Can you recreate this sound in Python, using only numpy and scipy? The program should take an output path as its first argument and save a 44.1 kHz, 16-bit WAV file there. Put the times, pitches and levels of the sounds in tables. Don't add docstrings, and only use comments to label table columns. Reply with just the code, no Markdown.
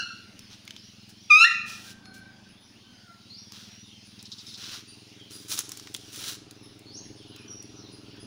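import sys
import numpy as np
from scipy import signal
from scipy.fft import rfft, irfft, next_fast_len
from scipy.io import wavfile
from scipy.ndimage import uniform_filter1d, minimum_filter1d, map_coordinates

SR = 44100
rng = np.random.default_rng(int(sys.argv[2]) if len(sys.argv) > 2 else 0)


def to_wav(s):
    ch = np.atleast_2d(s).T
    pcm = np.round(np.clip(ch, -1, 1) * 32767)
    wavfile.write(sys.argv[1], SR, pcm.astype(np.int16))


N = 364662
PRE_ROLL = SR // 2
TOP_HZ = 15800

# (start [s], length [s], low pitch [Hz],
# end pitch [Hz], onset detune [share], fundamental [dB], octave [dB], upper partials [dB])
SQUEAKS = [(-.22, 0.13, 1334, 1450, 0.03, -4, -3, -9.5), (-.08, 0.051, 1552, 1606, -0.18, -12, -36, -28),
           (1.298, 0.17, 1178, 1392, .15, -3, -2, -14), (1.432, 0.0594, 1776, 1975, -.25, -4, -16.5, -24)]
# (frequency [Hz], gain [dB])
TRUNK_EQ = [(3700, -3), (4200, 2.5), (5500, -4), (6300, -6), (7400, -23.5), (8500, -22), (11000, -27),
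            (13000, -40.5), (15300, -32)]

# (start [s], swell [s], fade [s], peak [dB], crackle offset [dB])
SWISHES = [(0.491, .04, 0.046, -48.5, -15), (1.079, 0.014, 0.042, -53, -2), (1.65, 0.042, 0.21, -43, -6.5),
           (1.8, .11, 0.037, -47.5, -4.5), (2.129, 0.015, 0.073, -53.5, -2),
           (3.51, 0.053, 0.23, -47.5, -11), (4.28, .25, 0.11, -54.5, -6), (4.561, 0.19, 0.076, -39, -11),
           (5.29, 0.028, 0.32, -50.5, -0.5), (5.478, 0.061, .05, -36, 2.5), (5.56, 0.022, .05, -34, -1.5),
           (5.63, 0.1, 0.4, -52, -4), (5.98, .13, 0.067, -53, -5.5), (6.11, 0.054, 0.082, -43.5, 0),
           (6.17, 0.13, 0.073, -36.5, -3)]
# (frequency [Hz], gain [dB])
SWEEP_EQ = [(500, -10.5), (800, -13), (1400, -0.5), (2100, -6), (2800, 1), (4000, 5), (4700, 1.5),
            (5700, 4.5), (7000, -10), (8500, -26)]
# (frequency [Hz], gain [dB])
CRACKLE_EQ = [(3000, -34), (6000, 0.5), (7200, -1.5), (8000, -4.5), (10000, -2), (11500, -7.5),
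              (13200, -16), (14200, -11), (15200, -1), (15700, -8.5)]
# (time [s], level [dB], brightness [dB], woody ring [Hz])
SNAPS = [(0.392, -32, -9, 5590), (.652, -43, 19, 2720), (0.677, -29, -20, 2300), (.707, -27, -23, 3220),
         (.764, -30.5, -28, 3350), (2.056, -36, -38, 1560), (3.521, -30.5, -13, 4610),
         (4.227, -33, -1, 6250), (5.484, -31.5, -3, 4360), (5.517, -18.5, -16, 4230),
         (5.524, -19, -20, 5660), (5.59, -11, 3, 5870), (5.605, -24, -19, 6540), (5.692, -26, -2, 6890),
         (5.718, -22.5, -4, 5540), (5.773, -26, -4, 5570), (5.797, -32, -9, 5600), (5.872, -27, -35, 2200),
         (5.942, -25.5, 4, 3270), (5.947, -18.5, -11, 3160), (5.964, -27.5, 0, 4110),
         (6.51, -32.5, -5, 3800), (6.792, -41, 10, 5400), (7.362, -37, -4, 2680), (7.626, -38, 6, 5710)]
# (frequency [Hz], gain [dB])
STALK_EQ = [(400, -37), (1100, 0), (2200, -5), (3200, 3.5), (4500, 3), (6500, 3), (8000, -18.5)]

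# (start [s], level [dB], length [s])
CHATTER_NOTES = [(4.189, -45.5, .03), (4.252, -42.5, 0.026), (4.316, -36, .028), (4.381, -42, 0.042),
                 (4.465, -43, 0.08), (4.539, -38.5, 0.028), (4.638, -36.5, .016)]
# (frequency [Hz], width [Hz], gain [dB])
BEAK_MODES = [(3890, 680, 5.5), (5100, 350, 0.5), (5530, 1400, -2)]
# (start [s], length [s], first [Hz], middle [Hz], last [Hz], relative level [dB])
WHISTLES = [(0.771, .11, 4500, 5530, 5900, -53.5), (1.204, 0.051, 5804, 5750, 5780, -56),
            (3.248, 0.16, 3760, 4460, 6000, -49), (3.68, .15, 5590, 5710, 5880, -53),
            (3.82, 0.2, 3900, 3250, 3150, -59), (4.849, 0.16, 2750, 2680, 2983, -63),
            (5.165, 0.1, 3370, 3160, 2760, -56.5), (6.855, 0.13, 4440, 4820, 6820, -48),
            (7.156, .22, 3990, 2900, 3670, -59.5), (7.319, 0.11, 2900, 2620, 2360, -55.5),
            (7.478, 0.1, 5920, 5640, 5820, -43.5), (7.76, 0.054, 6050, 5700, 5180, -50.5),
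            (7.82, 0.068, 4400, 3840, 3550, -53.5)]
# (start [s], chips [count], relative level [dB])
CHIP_RUNS = [(2.04, 2, -62), (2.48, 2, -61), (3.85, 1, -64), (4.041, 1, -57), (4.46, 1, -55),
             (4.87, 1, -50), (5.32, 1, -46), (6.62, 1, -54), (6.92, 7, -60), (7.91, 1, -53.5),
             (8.19, 1, -51.5)]
# (start [s], length [s], first [Hz], middle [Hz], last [Hz], relative level [dB])
ROOSTER_NOTES = [(1.826, 0.068, 790, 793, 770, -61), (2.0, 0.31, 756, 769, 784, -61.5),
                 (2.804, .33, 770, 736, 657, -69.5)]

# (time [s], firing rate [Hz])
FIRING_RATE = [(0, 17.53), (0.3, 19.74), (1.0, 20.81), (2.1, 28.47), (2.5, 23.11), (2.75, 17.95),
               (3.15, 17.98), (3.85, 20.13), (4.25, 19.8), (5.6, 21.42), (5.85, 23.47), (6.15, 20.69),
               (7.2, 20.29), (8.27, 20.59)]
# (time [s], level [dB])
ENGINE_LEVEL = [(0, -54.5), (2.25, -55), (2.65, -60.5), (3.4, -54), (6.4, -53.5), (7.4, -50.5)]
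# (frequency [Hz], gain [dB])
POP_SCREENED_EQ = [(30, -34), (55, -15.5), (80, 2), (110, 0), (160, -3.5), (215, 8), (270, -8.5),
                   (400, -23), (520, -36), (700, -44.5), (1500, -80)]
# (frequency [Hz], gain [dB])
POP_OPEN_EQ = [(30, -43.5), (55, -18.5), (80, -4.5), (110, 0.5), (160, -5), (210, -5.5), (290, 2.5),
               (390, -2), (470, -5.5), (600, -24), (800, -24.5), (1500, -76)]
# (delay [s], gain [dB])
EXHAUST_ECHOES = [(0, 3.5), (.0072, -7), (.0097, 1.5), (.017, -2.5), (0.0252, -19)]
# (frequency [Hz], width [Hz], gain [dB])
MUFFLER_MODES = [(95, 29, -1), (125, 16, -4), (199, 30, 4), (325.8, 13, 1.5), (360, 12, 2)]

# (time [s], relative level [dB], low murmur boost [dB])
WASH_SWELLS = [(0, 5, -2), (1.1, 4.5, -8), (2.1, -1, 6.5), (2.8, 2, -3), (3.599, 4.5, -7), (5.1, 6.5, -8),
               (5.7, 1, 0.5), (8.27, 4, 2)]
# (frequency [Hz], gain [dB])
WASH_EQ = [(20, -31), (45, -9.5), (90, -12), (250, -0.5), (450, -15.5), (700, -14), (1100, -17),
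           (2000, -18), (2700, -14.5), (5200, -15.5), (6300, -20), (7800, -36), (9700, -27.5),
           (11500, -36.5), (13300, -47), (15300, -30.5), (15700, -34.5)]
# (frequency [Hz], time to fall 60 dB [s])
SHELTER_DECAY = [(300, 0.25), (1300, 0.68), (1900, 0.79), (2700, 0.6), (5500, 0.62), (9000, .45),
                 (15000, 0.18)]
# (delay [s], gain [dB])
SHELTER_ECHOES = [(0.026, -13), (0.043, -17.5), (0.068, -20.5)]


def trunk_squeak(start, length, low_hz, end_hz, detune, first_db, octave_db, upper_db,
                 attack_s=.014, release_s=.021, settle_s=.007, jitter=.009, flutter_db=3, air_db=-19):
    t = np.arange(0, length, 1 / SR)
    size, along = len(t), t / length
    climb = along - .38 * np.sinc(2 * along) * along
    hz = (low_hz + (end_hz - low_hz) * climb) * (1 + detune * np.exp(-t / settle_s))
    gate = gain_of(-46 * np.maximum(1 - t / attack_s, 0)) * np.minimum((length - t) / release_s, 1)
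    dip = gain_of(-5.5 * along - 8.5 * np.exp(-((along - .56) / .06) ** 2))
    honk_db = 8.5 / (1 + ((2 * hz - 2476) / 320) ** 2)
    roughness = jitter * (1 + .6 * along ** 2)
    phase = phase_of(hz * (1 + roughness * wander(size, 250)))
    ragged = phase + .0587 * wander(size, 300)
    buzz = 0
    for k in range(3, 13):
        partial_db = curve_at(TRUNK_EQ, k * hz) + flutter_db * wander(size, 89.2)
        buzz += gain_of(partial_db) * (k * hz < TOP_HZ) * np.sin(k * ragged)
    hiss = coloured(rng.standard_normal(size), [(700, -39.5), (1500, -9.5)] + TRUNK_EQ)
    leak = gain_of(air_db) * hiss * (1 + np.cos(phase))
    body = gain_of(first_db) * np.sin(phase) + gain_of(octave_db + honk_db) * np.sin(2 * phase)
    return start, np.sqrt(2) * gate * (dip * body + gain_of(upper_db) * (buzz + leak))


def leaf_swish(start, swell, fade, peak_db, crisp_db, grain_db=2, touch_s=.021, trim_db=.5):
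    length = swell + fade
    t = np.arange(0, length, 1 / SR)
    stroke = gain_of(peak_db + trim_db + np.interp(t, [0, swell, length], [-8.5, 0, -15.5]))
    contact = np.minimum(np.minimum(t, length - t) / touch_s, 1)
    slips = rng.standard_normal((2, len(t))) * gain_of(grain_db * wander(len(t), 270))
    rustle = coloured(slips[0], SWEEP_EQ) + gain_of(crisp_db) * coloured(slips[1], CRACKLE_EQ)
    return start, stroke * contact * rustle


def stalk_snap(start, db, crisp_db, ring_hz, crack_t60_s=.012, shiver_t60_s=.086, rise_s=.0004):
    t = np.arange(SR // 12) / SR
    body, edge = rng.standard_normal((2, len(t)))
    wood = unit_rms(ring(body, [(ring_hz, 300, 0)]))
    burst = coloured(body, STALK_EQ) + wood + gain_of(crisp_db + 8) * coloured(edge, CRACKLE_EQ)
    crack = gain_of(-2 - 60 * t / crack_t60_s)
    shiver = gain_of(-24.5 - 60 * t / shiver_t60_s)
    return start, gain_of(db) * unit_rms(burst) * (crack + shiver) * (1 - np.exp(-t / rise_s))


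def twig_ticks(db=-49, spread_db=3, count=14):
    for when, size, pitch in rng.random((count, 3)):
        tick_db = db + spread_db * (2 * size - 1)
        yield stalk_snap(when * N / SR, tick_db, crisp_db=-10, ring_hz=2600 + 3400 * pitch)


def bird_chatter(start, db, length, start_hz=5300, end_hz=3800, ramp_s=.003, fall_db=-9):
    size = round(length * SR)
    t = np.arange(size) / SR
    hz = np.geomspace(start_hz, end_hz, size) * (1 + .041 * wander(size, 398))
    rasp = unit_rms(ring(ring(rng.standard_normal(size), BEAK_MODES), BEAK_MODES))
    note = unit_rms(np.sin(phase_of(hz)) + rasp)
    gate = np.minimum(np.minimum(t, length - t) / ramp_s, 1)
    return start, gain_of(db + fall_db * t / length) * note * gate


def bird_whistle(start, length, first_hz, middle_hz, last_hz, db, flutter_db=4, db_per_octave=6):
    hz = glide(length, first_hz, middle_hz, last_hz)
    phase = phase_of(hz * (1 + .011 * wander(len(hz), 200)))
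    level_db = db + db_per_octave * np.log2(hz / middle_hz) + flutter_db * wander(len(hz), 50)
    return start, gain_of(level_db) * np.sin(phase) * signal.windows.tukey(len(hz), .12)


def bird_chip(start, db, pitch_hz=4950, bend=.047, waver=.0185, length=.057, octave_db=-1):
    size = round(length * SR)
    phase = phase_of(pitch_hz * (1 + bend * wander(size, 5.3) + waver * wander(size, 211)))
    tone = np.sin(phase) + gain_of(octave_db) * np.sin(2 * phase)
    return start, gain_of(db) * tone * signal.windows.tukey(size, .6)


def far_chorus(db=-72, spread_db=2, length=.094, count=90):
    for when, pitch, slope, size in rng.random((count, 4)):
        hz, bend = 2700 + 3000 * pitch, 1 + .28 * (slope - .5)
        note_db = db + spread_db * (2 * size - 1)
        yield bird_whistle(when * N / SR, length, hz * bend, hz, hz / bend, note_db)


def rooster_crow(start, length, first_hz, middle_hz, last_hz, db, waver=.018, flutter_db=3):
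    hz = glide(length, first_hz, middle_hz, last_hz)
    phase = phase_of(hz * (1 + waver * wander(len(hz), 119.6)))
    tone = gain_of(-9) * np.sin(phase) + np.sin(2 * phase) + gain_of(-13) * np.sin(3 * phase)
    level_db = db + flutter_db * wander(len(hz), 23.2)
    return start, gain_of(level_db) * tone * signal.windows.tukey(len(hz), .3)


def engine_chug(uneven_db=1.5, opening_s=(4.12, 5.54)):
    t = np.arange(N) / SR
    firings = .52 + np.cumsum(np.interp(t, *np.transpose(FIRING_RATE))) / SR
    pops = np.diff(np.floor(firings), prepend=0) * gain_of(uneven_db * wander(N, 15))
    puffs = .0025 * np.exp(-(firings % 1) / .35) * rng.standard_normal(N)
    exhaust = reflected(puffs - pops - ring(pops, MUFFLER_MODES), EXHAUST_ECHOES)
    openness = np.interp(t, opening_s, [.2, 1])
    chug = (1 - openness) * coloured(exhaust, POP_SCREENED_EQ) + openness * coloured(exhaust, POP_OPEN_EQ)
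    return gain_of(np.interp(t, *np.transpose(ENGINE_LEVEL))) * chug


def bush_wash(db=-58, patchy_db=2.5, murmur_hz=1700):
    hz, t, bands = signal.stft(rng.standard_normal(N), SR, nperseg=1024)
    patches = uniform_filter1d(rng.standard_normal(bands.shape), size=10, axis=0, mode="wrap")
    patches = unit_rms(uniform_filter1d(patches, size=8, axis=1, mode="wrap"))
    times, swell_db, murmur_db = np.transpose(WASH_SWELLS)
    low_shelf_db = np.interp(t, times, murmur_db) / (1 + (hz[:, None] / murmur_hz) ** 4)
    bands *= gain_of(curve_at(WASH_EQ, hz)[:, None] + patchy_db * patches + low_shelf_db)
    wash = unit_rms(signal.istft(bands, nperseg=1024)[1][:N])
    return wash * gain_of(db + np.interp(np.arange(N) / SR, times, swell_db))


def shelter_reverb(x, wet_db, density=.06, predelay_s=.006):
    taps = rng.standard_normal(SR) * (rng.random(SR) < density) * (np.arange(SR) > predelay_s * SR)
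    hz, t, bands = signal.stft(taps, SR, nperseg=256)
    decay = gain_of(-60 * t / curve_at(SHELTER_DECAY, hz)[:, None])
    tail = signal.istft(bands * decay, SR, nperseg=256)[1]
    wet = signal.fftconvolve(x, tail / np.linalg.norm(tail))[:len(x)]
    return (x + gain_of(wet_db) * wet)[PRE_ROLL:]


def reflected(x, echoes):
    return sum(gain_of(db) * np.pad(x, (round(delay * SR), 0))[:len(x)] for delay, db in echoes)


def ring(x, modes):
    return sum(gain_of(db) * signal.lfilter(*signal.iirpeak(hz, hz / width, SR), x)
               for hz, width, db in modes)


def coloured(x, eq):
    size = next_fast_len(len(x), True)
    gains = gain_of(curve_at(eq, np.fft.rfftfreq(size, 1 / SR)))
    return unit_rms(irfft(rfft(x, size) * gains, size)[:len(x)])


def curve_at(points, hz):
    knots_hz, values = np.transpose(points)
    return np.interp(np.log(hz + 1), np.log(knots_hz + 1), values)


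def glide(length, first, middle, last):
    parabola = np.polyfit([-1, 0, 1], [first, middle, last], 2)
    return np.polyval(parabola, np.linspace(-1, 1, round(length * SR)))


def wander(size, rate_hz):
    at = np.arange(size) * 2 * rate_hz / SR
    return map_coordinates(rng.standard_normal(4096), [at], order=2, mode="wrap")


def phase_of(hz):
    return 2 * np.pi * np.cumsum(hz) / SR


def gain_of(db):
    return 10 ** (np.asarray(db) / 20)


def unit_rms(x):
    return x / np.sqrt(np.mean(x ** 2) + 1e-20)


def track(sounds):
    bus = np.zeros(PRE_ROLL + N + SR)
    for start, sound in sounds:
        at = PRE_ROLL + round(start * SR)
        bus[at:at + len(sound)] += sound
    return bus[:PRE_ROLL + N]


def scene(birds_db=-2.5, rooster_db=-2, chip_gap_s=.115):
    voice = track(trunk_squeak(*row) for row in SQUEAKS)
    elephant = shelter_reverb(voice + reflected(voice, SHELTER_ECHOES), wet_db=-24.5)
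    leaves = track(leaf_swish(*row) for row in SWISHES)
    stalks = track(stalk_snap(*row) for row in SNAPS) + track(twig_ticks())
    near = leaves + stalks + track(bird_chatter(*row) for row in CHATTER_NOTES)
    chips = track(bird_chip(start + k * chip_gap_s, db)
                  for start, count, db in CHIP_RUNS for k in range(round(count)))
    birds = gain_of(birds_db) * (track(bird_whistle(*row) for row in WHISTLES) + chips)
    chorus = track(far_chorus())
    rooster = gain_of(rooster_db) * track(rooster_crow(*row) for row in ROOSTER_NOTES)
    foreground = elephant + shelter_reverb(near, wet_db=-14)
    distance = shelter_reverb(birds, wet_db=-1) + shelter_reverb(chorus + rooster, wet_db=8.5)
    return (foreground + distance + engine_chug() + bush_wash())[None]


def record(dry, threshold_db=-10, recover_db_per_s=190):
    hold = SR // 30
    power_db = 10 * np.log10(abs(uniform_filter1d(dry[0] ** 2, size=200)) + 1e-12)
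    held_db = -minimum_filter1d(-power_db, size=hold, origin=hold // 2 - 1)
    recovery_db = np.arange(N) * recover_db_per_s / SR
    envelope_db = np.maximum.accumulate(held_db + recovery_db) - recovery_db
    over_db = np.maximum(envelope_db - threshold_db, 0)
    ducked = dry / gain_of(uniform_filter1d(over_db, size=200))
    low_pass = signal.firwin(511, TOP_HZ, window=("kaiser", 9), fs=SR)
    return signal.oaconvolve(ducked, low_pass[None], "same")


dry = scene()
out = record(dry)
to_wav(out)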